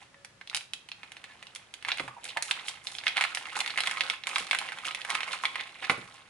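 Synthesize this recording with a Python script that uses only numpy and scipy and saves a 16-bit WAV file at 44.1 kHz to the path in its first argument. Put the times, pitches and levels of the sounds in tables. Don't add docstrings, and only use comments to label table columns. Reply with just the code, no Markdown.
import sys
import numpy as np
from scipy import signal
from scipy.fft import rfft, irfft, next_fast_len
from scipy.io import wavfile

SR = 44100
rng = np.random.default_rng(int(sys.argv[2]) if len(sys.argv) > 2 else 0)


def store_wav(level_fs):
    pcm = np.round(np.clip(np.atleast_2d(level_fs), -1, 1) * 32767)
    wavfile.write(sys.argv[1], SR, pcm.T.astype(np.int16))


N = 277389
TAPS = 2048
BINS_HZ = np.fft.rfftfreq(TAPS, 1 / SR)

# start_s, level_rel_db, patch_ring_hz, bright_crack_rel_db
SNAP_EVENTS = [(0.144, -40.5, 1840, -37), (0.2476, -31.5, 2030, -9.5), (0.4127, -30, 1920, -39),
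               (0.4743, -29.5, 3220, -20), (0.498, -24.5, 3560, -19.5), (0.5142, -34.5, 1470, -30.0),
               (0.53, -31, 1380.0, -33), (0.5369, -32, 2060.0, -28), (0.5471, -13, 2930, -12),
               (0.5576, -21, 2700, -15), (0.5656, -30.5, 2030, 3), (0.572, -21, 3470, -13),
               (0.6091, -29.5, 2560.0, -28), (0.735, -18, 3270.0, -16), (0.888, -31.5, 2800.0, -14.5),
               (0.917, -23.5, 3020, -28), (1.0323, -27.5, 2150, -27), (1.119, -31.5, 2050, -13.5),
               (1.1678, -30.5, 2200, -28.0), (1.241, -27.5, 2140, -19.0), (1.427, -28.0, 2190, -21.5),
               (1.469, -32, 3400.0, -23.0), (1.55, -36.5, 2900, 0), (1.5599, -25.5, 2520, -11.5),
               (1.7394, -27.5, 2700, -11), (1.8255, -30.5, 2360.0, -17.5), (1.8491, -19.5, 2030, -30.0),
               (1.8852, -16.5, 1770, -23), (1.889, -17, 2150, -26), (1.9179, -11, 2770, -41),
               (1.973, -27.5, 1970, -13), (1.984, -20.5, 2560.0, -28), (1.9976, -15, 1830, -45),
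               (2.079, -26, 1510, -24), (2.0837, -27, 1150, -37), (2.242, -34, 2650.0, 0),
               (2.2535, -25.5, 3080.0, -13), (2.3714, -13.5, 1690, -24), (2.4241, -21.5, 2250, -0.5),
               (2.511, -8.5, 2780, -23), (2.6832, -17.5, 2820, -23), (2.87, -19.5, 4020, -28),
               (2.9509, -26, 3020.0, -20.0), (2.985, -21.5, 3680, -30), (3.0373, -26, 2100.0, -32),
               (3.0679, -8.5, 2180, -43), (3.0801, -12, 2790.0, -23), (3.1695, -11, 2180, -25),
               (3.1783, -11.5, 1710, -33), (3.2101, -9.5, 2050, -22.5), (3.2223, -13, 2060, -24),
               (3.2391, -11.5, 2370, -20.5), (3.2499, -16, 1650, -41), (3.3486, -17.5, 2850, -12.5),
               (3.3725, -16.5, 1920, -37), (3.4552, -27, 2330, -33), (3.6044, -13.5, 3130, -15),
               (3.6612, -19, 2760.0, -21), (3.677, -18.5, 2750, -18.5), (3.704, -21.5, 3280, -32),
               (3.7759, -13.5, 2260, -20), (3.7854, -14.5, 1710, -37), (3.8049, -13, 3000, -16.5),
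               (3.8357, -19.5, 1820, -22.0), (3.8724, -12, 2370, -16.5), (3.912, -17.5, 2190.0, -14),
               (3.9722, -20.5, 2050, -38), (4.008, -8.5, 2560.0, -26.5), (4.0996, -11, 2580, -22.5),
               (4.2369, -23, 3050, -44), (4.2703, -15.5, 2600, -14.5), (4.359, -12, 2750, -37),
               (4.3825, -18, 2280.0, -12.5), (4.5112, -9, 2450, -21), (4.5309, -12, 1840, -27),
               (4.5484, -13.5, 1770, -20), (4.5874, -16, 2940, -13), (4.6881, -22, 1950.0, -35),
               (4.7209, -21.5, 1700, -25.0), (4.7862, -27, 2400, -20), (4.8836, -20.0, 3080, -27),
               (4.9097, -21.5, 2200, -37), (4.9479, -19, 2600, -16.5), (5.0164, -24.0, 2870, -23),
               (5.0492, -21.5, 1870, -20.0), (5.1026, -16, 2290.0, -11.5), (5.1511, -14, 2500, -19),
               (5.2061, -17, 2060.0, -25), (5.2321, -16.5, 2120, -46), (5.454, -10.5, 2430, -26.5),
               (5.5463, -31, 2240.0, -35), (5.5568, -16.5, 1890, -27), (5.6086, -24, 2160, -21),
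               (5.8973, -7.5, 1640.0, -41), (5.9008, -10, 1900, -46)]
# start_s, held_s, load_db, treble_rel_db
FINGER_SQUEEZES = [(0, 0.014, -43, -1), (0.542, 0.014, -39.5, 12.5), (1.855, 0.079, -36.5, -6),
                   (2.226, 0.071, -41.5, 6), (2.42, 0.085, -69, 14), (2.656, 0.035, -49.5, 19),
                   (2.826, 0.15, -67, 14), (3.051, 0.023, -34, 0), (3.158, 0.011, -24.5, -11),
                   (3.335, 0.05, -65, 11.5), (3.55, 0.036, -27, 6.5), (3.77, .16, -40.5, -0.5),
                   (3.998, 0.066, -39.5, -1), (4.257, 0.16, -39.5, 5.5), (4.51, 0.17, -41.5, -2.5),
                   (4.843, 0.026, -32, 11), (5.071, 0.094, -33, -1), (5.258, 0.081, -34.5, -0.5),
                   (5.414, 0.013, -25.5, 0), (5.549, 0.054, -38, -37), (5.811, 0.027, -28, -22),
                   (6.07, 0.068, -57, 5.5)]


def gain_of(db):
    return 10 ** (np.asarray(db) / 20)


def unit(x):
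    return x / np.sqrt(np.sum(x ** 2, -1, keepdims=True) + 1e-20)


def read(points, hz):
    point_hz, value = np.transpose(points)
    return np.interp(np.log(hz + 1), np.log(point_hz + 1), value)


def add(mix, start_s, sound):
    start = max(round(start_s * SR), 0)
    part = mix[..., start:][..., :sound.shape[-1]]
    part += sound[..., :part.shape[-1]]


def click(gain):
    log_gain = np.log(np.maximum(gain / gain.max(), 1e-4))
    circle = np.concatenate([log_gain, log_gain[-2:0:-1]])
    spectrum = np.exp(signal.hilbert(circle).conj())[:len(gain)]
    return unit(irfft(spectrum))


def coloured(x, gain_at):
    size = next_fast_len(x.shape[-1] + TAPS)
    spectrum = rfft(x, size) * gain_at(np.fft.rfftfreq(size, 1 / SR))
    return irfft(spectrum, size)[..., :x.shape[-1]]


def patch(hz, q):
    return 1 / np.sqrt(1 + (q * (BINS_HZ / hz - hz / (BINS_HZ + 1))) ** 2)


def air():
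    air_colour = [(25, -14.5), (120, 2.5), (300, -5), (900, -6.5), (1600, -6), (4000, -12.5), (11000, -22)]
    hiss = coloured(rng.standard_normal((2, N)), lambda hz: gain_of(read(air_colour, hz)))
    return gain_of(-59.5) * np.sqrt(N) * unit(hiss)


def kitchen(x, early_db=-9, early_decay_s=0.0046, tail_db=-7.0):
    decay_times = [(3000, 0.33), (10000, 0.26)]  # freq_hz, t60_s
    t = np.arange(SR // 2) / SR
    signs = rng.choice([-1, 1], (2, 2, len(t)))
    present = rng.random((2, 2, len(t))) < 3000 / SR
    taps = signs * present * (t > .003)
    early = unit(taps[0] * np.exp(-t / early_decay_s))
    hz, age_s, z = signal.stft(taps[1], SR, nperseg=256)
    fade = gain_of(-60 * age_s / read(decay_times, hz)[:, None])
    tail = signal.istft(z * fade, SR, nperseg=256)[1][:, :len(t)]
    echo = gain_of(early_db) * early + gain_of(tail_db) * unit(tail)
    return signal.oaconvolve(x, echo, axes=1)[:, :N]


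def boom(x, hz=203, q=16, db=2):
    return x + gain_of(db) * signal.lfilter(*signal.iirpeak(hz, q, SR), x)


def thuds(board_db=17, slab_db=19, wobble_db=17, soft_s=0.024, q=3):
    landings = [(1.999, -35.5, 0.015, 290), (2.029, -40, 0.033, 121), (4.405, -44.5, 0.0067, 152),
                (5.896, -30, 0.0082, 217), (5.908, -29, 0.015, 560), (5.972, -39, 0.027, 216),
                (6.011, -46.5, 0.053, 111)]
    board_modes = [(513, -28, 0.27), (1080, 4, 0.093), (1181, 0, 0.17)]  # freq_hz, level_rel_db, t60_s
    slab_colour = [(40, -28), (100, -1.5), (520, -1.5), (2000, -17)]
    out, t = np.zeros(N), np.arange(SR // 4) / SR
    ring = unit(sum(gain_of(db - 60 * t / t60_s) * np.sin(2 * np.pi * hz * t)
                    for hz, db, t60_s in board_modes))
    push = click(gain_of(read(slab_colour, BINS_HZ)))
    for start_s, db, contact_s, wobble_hz in landings:
        envelope = np.exp(-t / contact_s) * np.minimum(4 * t / contact_s, 1)
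        force = unit(rng.standard_normal(len(t)) * envelope)
        brisk = np.exp(1 / 2 - (contact_s / soft_s) ** 2)
        wobble = click(patch(wobble_hz, q))
        for body, body_db, share in ((ring, board_db, brisk), (push, slab_db, 1), (wobble, wobble_db, 1)):
            sound = unit(signal.fftconvolve(force, body))
            add(out, start_s, share * gain_of(db + body_db) * sound)
    return out


def squeaks(wavers=7):
    slip_events = [(0.13, 0.33, 1755, 1675, -73.5), (0.095, 0.44, 567, 541, -76),
                   (1.276, 0.07, 1740, 1715, -60.5), (2.081, 0.07, 1194, 1136, -51),
                   (2.165, 0.031, 927, 790, -48.5), (2.364, 0.029, 931, 834, -35.5)]
    out = np.zeros(N)
    for start_s, length_s, start_hz, end_hz, db in slip_events:
        slips = rng.standard_normal((SR, 2)) @ [1, 1j]
        r = np.exp(-np.pi * wavers / length_s / SR)
        u = np.linspace(0, 1, int(length_s * SR))
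        waver = signal.lfilter([1], np.poly([r, r]), slips)[-len(u):]
        pitch_hz = start_hz + (end_hz - start_hz) * u
        tone = (waver * np.exp(2j * np.pi * np.cumsum(pitch_hz) / SR)).real
        envelope = np.minimum(u / 0.08, 1) * (1 - u ** 2)
        add(out, start_s, gain_of(db) * np.sqrt(len(u)) * unit(tone * envelope))
    return out


def pressing(heights, attack_s=.016, release_s=.02):
    out, t = np.zeros(N), np.arange(SR // 2) / SR
    for (start_s, held_s, *_), height in zip(FINGER_SQUEEZES, heights):
        rise = np.minimum(t / attack_s, 1)
        release = np.exp(-np.maximum(t - held_s, 0) / release_s)
        add(out, start_s, height * rise * release)
    return out


def strain(avalanche_db=-25, reach_s=0.0035, clump_db=2.5):
    # time_s, load_db
    grip_points = [(0, -89), (.36, -101), (.86, -79), (1.0, -57.5), (1.45, -54), (1.7, -60.5), (2.17, -57),
                   (2.58, -41), (2.78, -53), (3.25, -41), (4.13, -35.5), (4.21, -61), (4.3, -39.5),
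                   (5.33, -44), (6.0, -49), (6.29, -58)]
    time = np.arange(N) / SR
    jerk_points = np.clip(rng.standard_normal(400), -2, 1.5)
    jerks = np.interp(time, np.linspace(0, time[-1], 400), jerk_points)
    grip = gain_of(np.interp(time, *np.transpose(grip_points)))
    squeezes = pressing(gain_of([db for _, _, db, _ in FINGER_SQUEEZES]))
    work = (grip + squeezes) * gain_of(clump_db * jerks)
    age = time[:SR // 10] / reach_s
    for start_s, db, *_ in SNAP_EVENTS:
        add(work, start_s, gain_of(db + avalanche_db) * age * np.exp(1 - age))
    return work


def slide(level_db=-28, follows=0.74):
    slide_colour = [(60, -22), (200, -1.5), (380, -0.5), (800, 9.5), (1300, -10), (3000, -12)]
    rub = coloured(rng.standard_normal(N), lambda hz: gain_of(read(slide_colour, hz)))
    return gain_of(level_db) * np.sqrt(N) * unit(rub) * strain() ** follows


def pack_ring(x, sealed_db=-14, bend=0.019, open_s=1.85):
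    tray_modes = [(1060, 180, 3.5), (1282, 96, -2.5), (2190, 19, -4)]  # freq_hz, q, level_rel_db
    time, out = np.arange(N) / SR, x
    free = gain_of(np.interp(time, [open_s, open_s + .5], [sealed_db, 0]))
    for hz, q, db in tray_modes:
        drift = np.interp(time, np.linspace(0, time[-1], 20), rng.uniform(-1, 1, 20))
        turn = np.exp(2j * np.pi * np.cumsum(hz * (1 + bend * drift)) / SR)
        r = np.exp(-np.pi * hz / q / SR)
        ring = 2 * (turn * signal.lfilter([1 - r], [1, -r], x / turn + 1e-18)).real
        out = out + gain_of(db) * free * ring
    return out


def flutter(decay_s, scatter_db, apart=.55):
    t = np.arange(TAPS // 2) / SR
    noise = rng.standard_normal((3, len(t)))
    envelope = np.exp(-t / decay_s) * np.minimum(t / 0.00091, 1)
    waves = (noise[0] + apart * noise[1:]) * envelope
    return unit((t == 0) + gain_of(scatter_db) * unit(waves))


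def crackle(level_db=-4.5, per_s=330, spread_db=3.0, rub_db=-13, treble_hz=5000, slack_db=-2.0, count=14):
    crackle_colour = [(200, -34.5), (350, -14), (800, -17), (2400, -3.5), (5500, -8.5), (11000, -10.5)]
    work = strain()
    hard = np.minimum(work / work.mean(), 1) ** .5
    chance, size, sign = rng.random(N), rng.exponential(1, N), rng.choice([-1, 1], N)
    size_gain = gain_of(spread_db * hard * (np.minimum(size, 3) - 2.5))
    creases = unit((chance < per_s / SR) * sign * size_gain) * np.sqrt(N) * work
    which = rng.integers(0, count, N)
    colour = gain_of(read(crackle_colour, BINS_HZ))
    rub = gain_of(rub_db) * work * rng.standard_normal((2, N))
    out = signal.oaconvolve(rub, click(colour)[None], axes=1)[:, :N]
    for k, hz in enumerate(np.geomspace(850, 4000, count)):
        sharp = .3 if k % 4 == 1 else .02
        shape = click(colour * (sharp + patch(hz, q=2.3) ** 2))
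        sheet = flutter(decay_s=.003, scatter_db=-6)
        grain = signal.fftconvolve(shape[None], sheet, axes=1)[:, :TAPS // 2]
        for i in np.flatnonzero((which == k) & (creases != 0)):
            add(out, i / SR, creases[i] * grain)
    treble = coloured(out, lambda hz: 1 - 1 / (1 + (hz / treble_hz) ** 6))
    taut = gain_of(slack_db + pressing([db for *_, db in FINGER_SQUEEZES]))
    return gain_of(level_db) * (out + (taut - 1) * treble)


def snaps(level_db=11.5, flex_db=-15, flex_db_per_octave=-14, crack_db=11, q=1.024, fizz_s=0.0015,
          scatter_db=-1.0):
    # freq_hz, level_rel_db
    film_colour = [(150, -49), (700, 0), (2000, 4), (3500, 5.5), (6000, 0), (11000, -36)]
    flex_colour = [(120, -34), (450, 2), (850, 20), (1250, 13), (5000, -6)]
    crack_colour = [(1000, -40), (4000, -10), (11000, -11.5)]
    out = np.zeros((2, N))
    film, flex, crack = (unit(gain_of(read(colour, BINS_HZ)))
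                         for colour in (film_colour, flex_colour, crack_colour))
    crease = click(crack)[None]
    for start_s, db, hz, bright_db in SNAP_EVENTS:
        octaves = np.log2(hz / 2400)
        flexing = flex * gain_of(flex_db + flex_db_per_octave * octaves)
        shape = click(np.hypot(unit(film * patch(hz, q) ** 2), flexing))
        sheet = flutter(decay_s=6 / hz, scatter_db=scatter_db)
        ring = signal.fftconvolve(shape[None], sheet, axes=1)
        sizzle = signal.fftconvolve(crease, flutter(decay_s=fizz_s, scatter_db=8), axes=1)
        add(out, start_s, gain_of(db + level_db) * (ring + gain_of(bright_db + crack_db) * sizzle))
    return out


def scene(wide_hz=450):
    port_phase = [(200, 0.4), (3000, 0.74), (5300, 1.72), (11000, 0.036)]  # freq_hz, left_lead_rad
    port_balance = [(250, 0), (600, -3.5), (3000, -5.5), (7000, -1.5)]  # freq_hz, left_minus_right_db
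    film = pack_ring(snaps() + crackle())
    near = boom(film + thuds() + slide() + squeaks())
    side = np.array([[.5], [-.5]])
    direct = coloured(near, lambda hz: np.exp(1j * side * read(port_phase, hz))
                      * gain_of(side * read(port_balance, hz)))
    far = kitchen(near) * gain_of(side * -2.2) + air()
    common = far.mean(0)
    width = coloured(far - common, lambda hz: (hz + 60) / (hz + wide_hz))
    return direct + common + width


def record(dry):
    lowpass = signal.firwin(301, 11150, window=("kaiser", 8), fs=SR)
    return signal.oaconvolve(dry, lowpass[None], "same", axes=1)


dry = scene()
out = record(dry)
store_wav(out)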